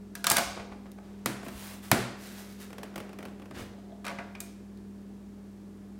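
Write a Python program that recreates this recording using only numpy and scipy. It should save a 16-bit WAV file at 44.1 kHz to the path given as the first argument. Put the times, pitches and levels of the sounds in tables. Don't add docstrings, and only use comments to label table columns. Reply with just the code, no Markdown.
import sys
import numpy as np
from scipy import signal
from scipy.fft import rfft, irfft, next_fast_len
from scipy.io import wavfile
from scipy.ndimage import map_coordinates

SR = 44100
rng = np.random.default_rng(int(sys.argv[2]) if len(sys.argv) > 2 else 0)


def wav_record(signal):
    frames = np.transpose(np.atleast_2d(signal))
    bounded = np.clip(frames, -1, 1)
    quanta = np.round(bounded * 32767).astype(np.int16)
    wavfile.write(sys.argv[1], SR, quanta)


N = 264159
TIME = np.arange(N) / SR
AGE = TIME[:SR // 2]

# mode_hz, relative_level_db, t60_s
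HANDLES = [(556, -9, .25), (689, 0, .24), (727, -8, .12), (845, -9, .15), (961, -6, .2), (1130, -7, .2),
           (1250, -3, .1), (1410, -4, .1), (1502, -4, .2), (1633, -3, .2), (2340, -6, .1)]


def amp(db):
    return 10 ** (np.asarray(db) / 20)


def unit(x):
    return x / np.sqrt(np.mean(x ** 2) + 1e-20)


def blow(x):
    return x * np.sqrt(SR / 100 / (np.sum(x ** 2) + 1e-20))


def along(points, hz):
    f, v = np.transpose(points)
    return np.interp(np.log(hz + 1), np.log(f + 1), v)


def wobble(knots_per_s):
    knots = rng.standard_normal(int(N * knots_per_s / SR) + 4)
    return map_coordinates(knots, [TIME * knots_per_s])


def filtered(x, gain):
    m = next_fast_len(len(x) + 8192)
    spectrum = rfft(x, m) * gain(np.fft.rfftfreq(m, 1 / SR))
    return irfft(spectrum, m)[:len(x)]


def noise(colour, grain_db=0):
    source = rng.standard_normal(N) * amp(grain_db * wobble(900))
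    return unit(filtered(source, lambda hz: amp(along(colour, hz))))


def stroke(start_s, rise_s, length_s, level_db, sag_db_per_s, release_db_per_s):
    t = np.maximum(TIME - start_s, 0)
    swell = np.sin(np.pi / 2 * np.minimum(t / rise_s, 1)) ** 2
    release_db = release_db_per_s * np.maximum(t - length_s, 0)
    return swell * amp(level_db - sag_db_per_s * t - release_db)


def add(track, start_s, sound):
    part = track[round(start_s * SR):][:len(sound)]
    part += sound[:len(part)]


def flurry(spans, rate_per_s, scatter_db):
    contacts = []
    for span_s, length_s, level_db in spans:
        late, strength = rng.random(20), rng.standard_normal(20)
        after_s = (np.arange(20) + late / 2) / rate_per_s
        for s, k in zip(after_s, strength):
            if s < length_s:
                contacts.append((span_s + s, level_db + scatter_db * k))
    return contacts


def crack(material, tilt_db_per_octave):
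    t = AGE[:SR // 6]
    white = rfft(rng.standard_normal(len(t)))
    f = np.fft.rfftfreq(len(t), 1 / SR)
    centres_hz = [row[0] for row in material]
    out = np.zeros((2, len(t)))
    for share, (hz, level_db, t60_s) in zip(np.eye(len(material)), material):
        window = along(np.c_[centres_hz, share], f) * np.minimum(f / centres_hz[0], 1) ** 2
        band = irfft(white * np.sqrt(window), len(t))
        band *= amp(-60 * t / t60_s) * (1 - np.exp(-t * hz / 2.7))
        even = np.roll(irfft(window, len(t)), SR // 400)
        even *= t < t[-1] / 2
        tilt_db = tilt_db_per_octave * np.log2(max(hz, 700) / 2000)
        out += amp(level_db + tilt_db) * np.array([blow(band), amp(1.0) * blow(even)])
    return np.pad(out, ((0, 0), (0, len(AGE) - len(t))))


def ring(modes):
    hz, level_db, t60_s = np.transpose(modes)[:, :, None]
    strength, phase = rng.standard_normal((2, len(modes), 1))
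    decay = amp(level_db + 2 * strength - 60 * AGE / t60_s)
    waves = decay * np.sin(2 * np.pi * (hz * AGE + phase))
    return blow(np.sum(waves * (1 - np.exp(-AGE * hz)), axis=0))


def thud(hz):
    push = blow(np.sin(2 * np.pi * hz * AGE) * AGE * np.exp(-AGE * hz / 0.95))
    return np.array([push, amp(-3.5) * push])


def in_room(x):
    # band_hz, t60_s, level_db
    room = np.array([(103.3, .5, -3.5), (403, 0.58, 0.5), (1500, 0.65, -3.5), (4900, 0.69, -4.5),
                     (9060, 0.46, -6.5), (15200, 0.32, -10)])
    direct, radiated = np.broadcast_to(x, (2, x.shape[-1]))
    hz, t, z = signal.stft(rng.standard_normal(SR * 3 // 4), SR, nperseg=256)
    t60_s = along(room[:, :2], hz)[:, None]
    level_db = along(room[:, ::2], hz)[:, None]
    decay = amp(level_db - 60 * t / t60_s) * np.sqrt(np.log(1e6) / (t60_s * SR))
    tail = signal.istft(z * decay, SR, nperseg=256)[1]
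    build_up = 1 - np.exp(-(TIME[:len(tail)] / 0.0026) ** 2)
    out = signal.fftconvolve(radiated, tail * build_up)
    add(out, 0, direct)
    return out


def appliance():
    # tone_hz, rms_level_db, unsteadiness_db
    hum = [(59.4, -60.5, 1), (99.5, -60, 1.5), (199.3, -47, .6), (248, -68, 3), (316, -67.5, 3),
           (357, -68, 3), (415, -65, 3), (597, -77, 2), (1723, -82, 1.5)]
    # frequency_hz, relative_level_db_per_hz
    air = [(20, -28.5), (55, -9.5), (80, -9), (130, -6.5), (200, 1.5), (280, -0.5), (400, -1), (500, -10.5),
           (800, -14.5), (1500, -21.5), (3000, -28), (8000, -31.5), (16000, -39.5)]
    tones = np.zeros(N)
    for hz, rms_db, sway_db in hum:
        level = amp(rms_db + sway_db * wobble(4.0))
        tones += level * np.sin(2 * np.pi * hz * TIME + 0.31 * sway_db * wobble(7))
    return np.sqrt(2) * tones + amp(-54.0) * noise(air)


def scissors():
    # start_s, level_db, tilt_db_per_octave, clack_hz, handle_ring_db, blade_ring_db
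    strikes = [(.1527, -43, 3.5, 1650, -0.5, -7), (.2424, -29.5, 1, 1480, -4, -15),
               (.2681, -24, 3, 1200, -1.5, -24), (.3, -31.5, 7.5, 4800, 3.5, 3),
               (.3095, -26, -4, 850, 4, 3), (.3158, -34, 8, 3730, -21, 9),
               (.3638, -28.5, -3, 1485, -2, -12), (.368, -27.5, 4.5, 2170, -2, -13),
               (.3795, -29.5, -5, 720, -2, -1.5), (0.383, -30, 2.5, 1093, -2.5, -4),
               (0.9168, -66.5, 7, 3600, -18, -17.5), (4.051, -45.5, 1, 2370, 3, -11),
               (4.0655, -38, -1, 2060, 6.5, -17), (4.0805, -39, -1.5, 2400, 2.5, -16),
               (4.1863, -41, -8.5, 2030, 5, -32), (4.3511, -44.5, -6, 2360, -5, -26),
               (4.4036, -48.5, 7.5, 8200, 2, 6.5), (4.7732, -68, 2, 4110, -14, -13)]
    # start_s, length_s, level_db (before trim)
    rattles = [(.311, .009, -29), (.388, .009, -33.5), (4.043, .072, -44), (4.19, .02, -51)]
    # band_hz, relative_level_db, t60_s
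    steel_on_stone = [(182, -14, 0.051), (465, -20, 0.18), (645, -12.5, 0.051), (1030, -13.5, 0.024),
                      (1490, -5, 0.071), (3135, -3, 0.032), (6300, -4, 0.022), (13070, -7, .011)]
    # mode_hz, relative_level_db, t60_s
    blades = [(2130, -6, .06), (2430, 0, .08), (3730, -8, .08), (4580, -5, .07), (4730, -3, .08),
              (6480, -2, .1), (7540, -7, .06), (8150, 0, .1), (8870, 0, .1), (9570, -6, .08),
              (11000, -4, .05), (11900, -1, .05)]
    rattle_hz, rattle_spread_octaves = 1350, 0.387
    rattle_tilt_db_per_octave, rattle_handle_db, rattle_blade_db = -6, -1, -19.5
    trim_db = -5.0
    contacts = list(strikes)
    for s, level_db in flurry(rattles, rate_per_s=105, scatter_db=0.5):
        clack_hz = rattle_hz * 2 ** (rattle_spread_octaves * rng.normal())
        contacts.append((s, level_db, rattle_tilt_db_per_octave, clack_hz,
                         rattle_handle_db, rattle_blade_db))
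    out = np.zeros(N)
    for s, level_db, tilt_db_per_octave, clack_hz, handle_db, blade_db in contacts:
        click = crack(steel_on_stone, tilt_db_per_octave)
        clack = amp(1.5) * ring([(clack_hz, 0, 30 / clack_hz)])
        ringing = amp(handle_db) * ring(HANDLES) + amp(blade_db) * ring(blades)
        add(out, s, in_room(amp(level_db + trim_db) * (click + clack + ringing)))
    return out


def box():
    # start_s, level_db, tilt_db_per_octave, boom_db
    pops = [(1.2591, -29, 1.5, -13), (1.4306, -49.5, -3, -9.5), (1.464, -49.5, -4.5, 3),
            (1.4834, -48, 0.5, -4), (1.9148, -20, 1.03, -4.5), (3.5101, -51, -2.5, 0)]
    # start_s, level_db, pitch_hz
    thuds = [(0.309, -43, 112.3), (0.459, -44.5, 68), (1.26, -34, 215), (1.468, -42.5, 250),
             (1.544, -41.5, 64), (1.932, -38, 74.5), (2.979, -46, 282), (3.512, -43, 290),
             (3.616, -38.5, 107)]
    # band_hz, relative_level_db, t60_s
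    card = [(106.6, -31, .1), (206.5, 0, 0.24), (420, -3.5, 0.02), (904, -3, 0.018), (1500, -1, 0.021),
            (2930, -6, 0.064), (6000, -9, 0.018), (10000, -7.5, 0.015), (13800, -7.5, .007)]
    # mode_hz, relative_level_db, t60_s
    panel = [(124, 1, .31), (139, -4, .2), (172, -5, .12), (205, -4, .12), (248, -5, .2), (364, -3, .15),
             (588, -7, .12), (661, -3, .13), (1225, -7, .08), (1365, -8, .08), (1560, -10, .08)]
    trim_db, boom_trim_db = -2.5, 6.5
    out = np.zeros(N)
    for s, level_db, tilt_db_per_octave, boom_db in pops:
        snap = crack(card, tilt_db_per_octave)
        boom = amp(boom_db + boom_trim_db) * ring(panel)
        add(out, s, in_room(amp(level_db + trim_db) * (snap + boom)))
    for s, level_db, hz in thuds:
        add(out, s, in_room(amp(level_db) * thud(hz)))
    return out


def rubbing():
    # start_s, peak_gain_db
    scuffs = [(0.565, -40), (.593, -41), (.715, -45.5), (.855, -50), (.978, -53)]
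    # start_s, rise_s, length_s, level_db (before trim), what_rubs
    slides = [(1.02, 0.019, 0.24, -61, "sleeve"), (1.427, .02, 0.066, -55.5, "fingertips"),
              (1.473, 0.18, 0.27, -44.5, "fingertips"), (1.816, 0.024, 0.081, -52, "fingertips"),
              (2.149, 0.12, 0.38, -48.5, "palm"), (2.574, 0.048, 0.056, -51, "palm"),
              (3.529, 0.036, 0.073, -44.5, "brush-off"), (3.57, 0.019, 0.026, -54, "fingertips")]
    # start_s, rise_s, length_s, level_db (before scrape gain)
    drag = (3.5, 0.8, 0.45, -46)
    # frequency_hz, relative_level_db_per_hz
    plastic = [(300, 0), (650, 4), (1200, 1), (1700, -5), (2500, -8.5), (3300, -15), (7000, -25),
               (15000, -39)]
    grit = [(300, -25), (480, 1), (690, 7), (900, -3), (1450, -11), (2400, -27), (3200, -10), (5000, -23),
            (15000, -49)]
    sleeve = [(400, 13), (1200, 3), (4000, -5), (9000, -12.5), (16000, -21)]
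    fingertips = [(290, -31), (500, -6), (631, -2), (1440, -5), (2980, -6), (5390, -10.5), (9090, -9.5),
                  (16000, -13)]
    palm = [(290, -38), (500, 0), (1080, -4), (1550, -1), (2330, -4), (3700, -5), (15100, -10.5),
            (16000, -18.5)]
    brush_off = [(240, 1.5), (450, 1.5), (900, -10), (1500, -5.5), (2100, -9), (2750, -11), (3400, -13),
                 (8000, -21), (16000, -30)]
    colours = {"sleeve": sleeve, "fingertips": fingertips, "palm": palm, "brush-off": brush_off}
    scuff_rise_s, slide_trim_db = 0.0066, 2.5

    pressure = amp(slide_trim_db + 1.0 * wobble(35.23))
    hands = np.zeros(N)
    for *shape, part in slides:
        gain = stroke(*shape, sag_db_per_s=26.5, release_db_per_s=182.5)
        hands += gain * noise(colours[part], grain_db=2)
    hands *= pressure

    uneven = unit(noise(grit, grain_db=8.7) * amp(3.4 * wobble(70)))
    catches = stroke(*drag, sag_db_per_s=24, release_db_per_s=260) * uneven
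    handles = ring(HANDLES) * amp(-60 * AGE / 0.2)
    singing = signal.fftconvolve(catches, handles / np.linalg.norm(handles))[:N]
    scrape = amp(-2) * catches + amp(-14) * singing

    touches, u = np.zeros(N), AGE / scuff_rise_s
    for s, peak_db in scuffs:
        add(touches, s, amp(peak_db) * u * np.exp(1 - u))
    scuffing = touches * noise(plastic, grain_db=4.5)
    return in_room(hands + scrape + scuffing)[:N]


def tape():
    # start_s, level_db (before trim)
    jerks = [(2.704, -56), (2.729, -51), (2.782, -48), (2.8315, -45), (2.958, -43.5), (2.9783, -46),
             (3.0015, -48.5), (3.092, -56.5), (3.13, -55), (3.1874, -49.5), (3.227, -51.5), (3.2521, -49.5),
             (3.456, -58)]
    # start_s, length_s, tick_level_db
    pulls = [(2.93, .08, -62.5), (3.2, .09, -59), (3.395, .035, -60.5)]
    # band_hz, relative_level_db, t60_s
    film = [(151, -4, 0.11), (327, -1, 0.047), (630, -0.5, 0.046), (930, -4.5, 0.012), (1600, -0.5, 0.028),
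            (3590, -6.5, 0.024), (6600, -8, 0.036), (12700, -4, 0.031)]
    even_db, tilt_per_db = -42.5, 0.13
    trim_db = -2.0
    flex_hz, flex_db = 250, 9.5
    out = np.zeros(N)
    for s, level_db in jerks:
        tick = crack(film, tilt_per_db * (level_db - even_db))
        add(out, s, in_room(amp(level_db + trim_db) * tick))
    for s, level_db in flurry(pulls, rate_per_s=42, scatter_db=-1):
        tick = crack(film, tilt_db_per_octave=-2.5)
        flex = amp(flex_db) * thud(flex_hz)
        add(out, s, in_room(amp(level_db) * (tick + flex)))
    return out


def scene():
    return (appliance() + scissors() + box() + rubbing() + tape())[None]


def record(dry):
    top_hz = 16000
    return np.array([filtered(x, lambda hz: 1 / (1 + (hz / top_hz) ** 120)) for x in dry])


dry = scene()
out = record(dry)
wav_record(out)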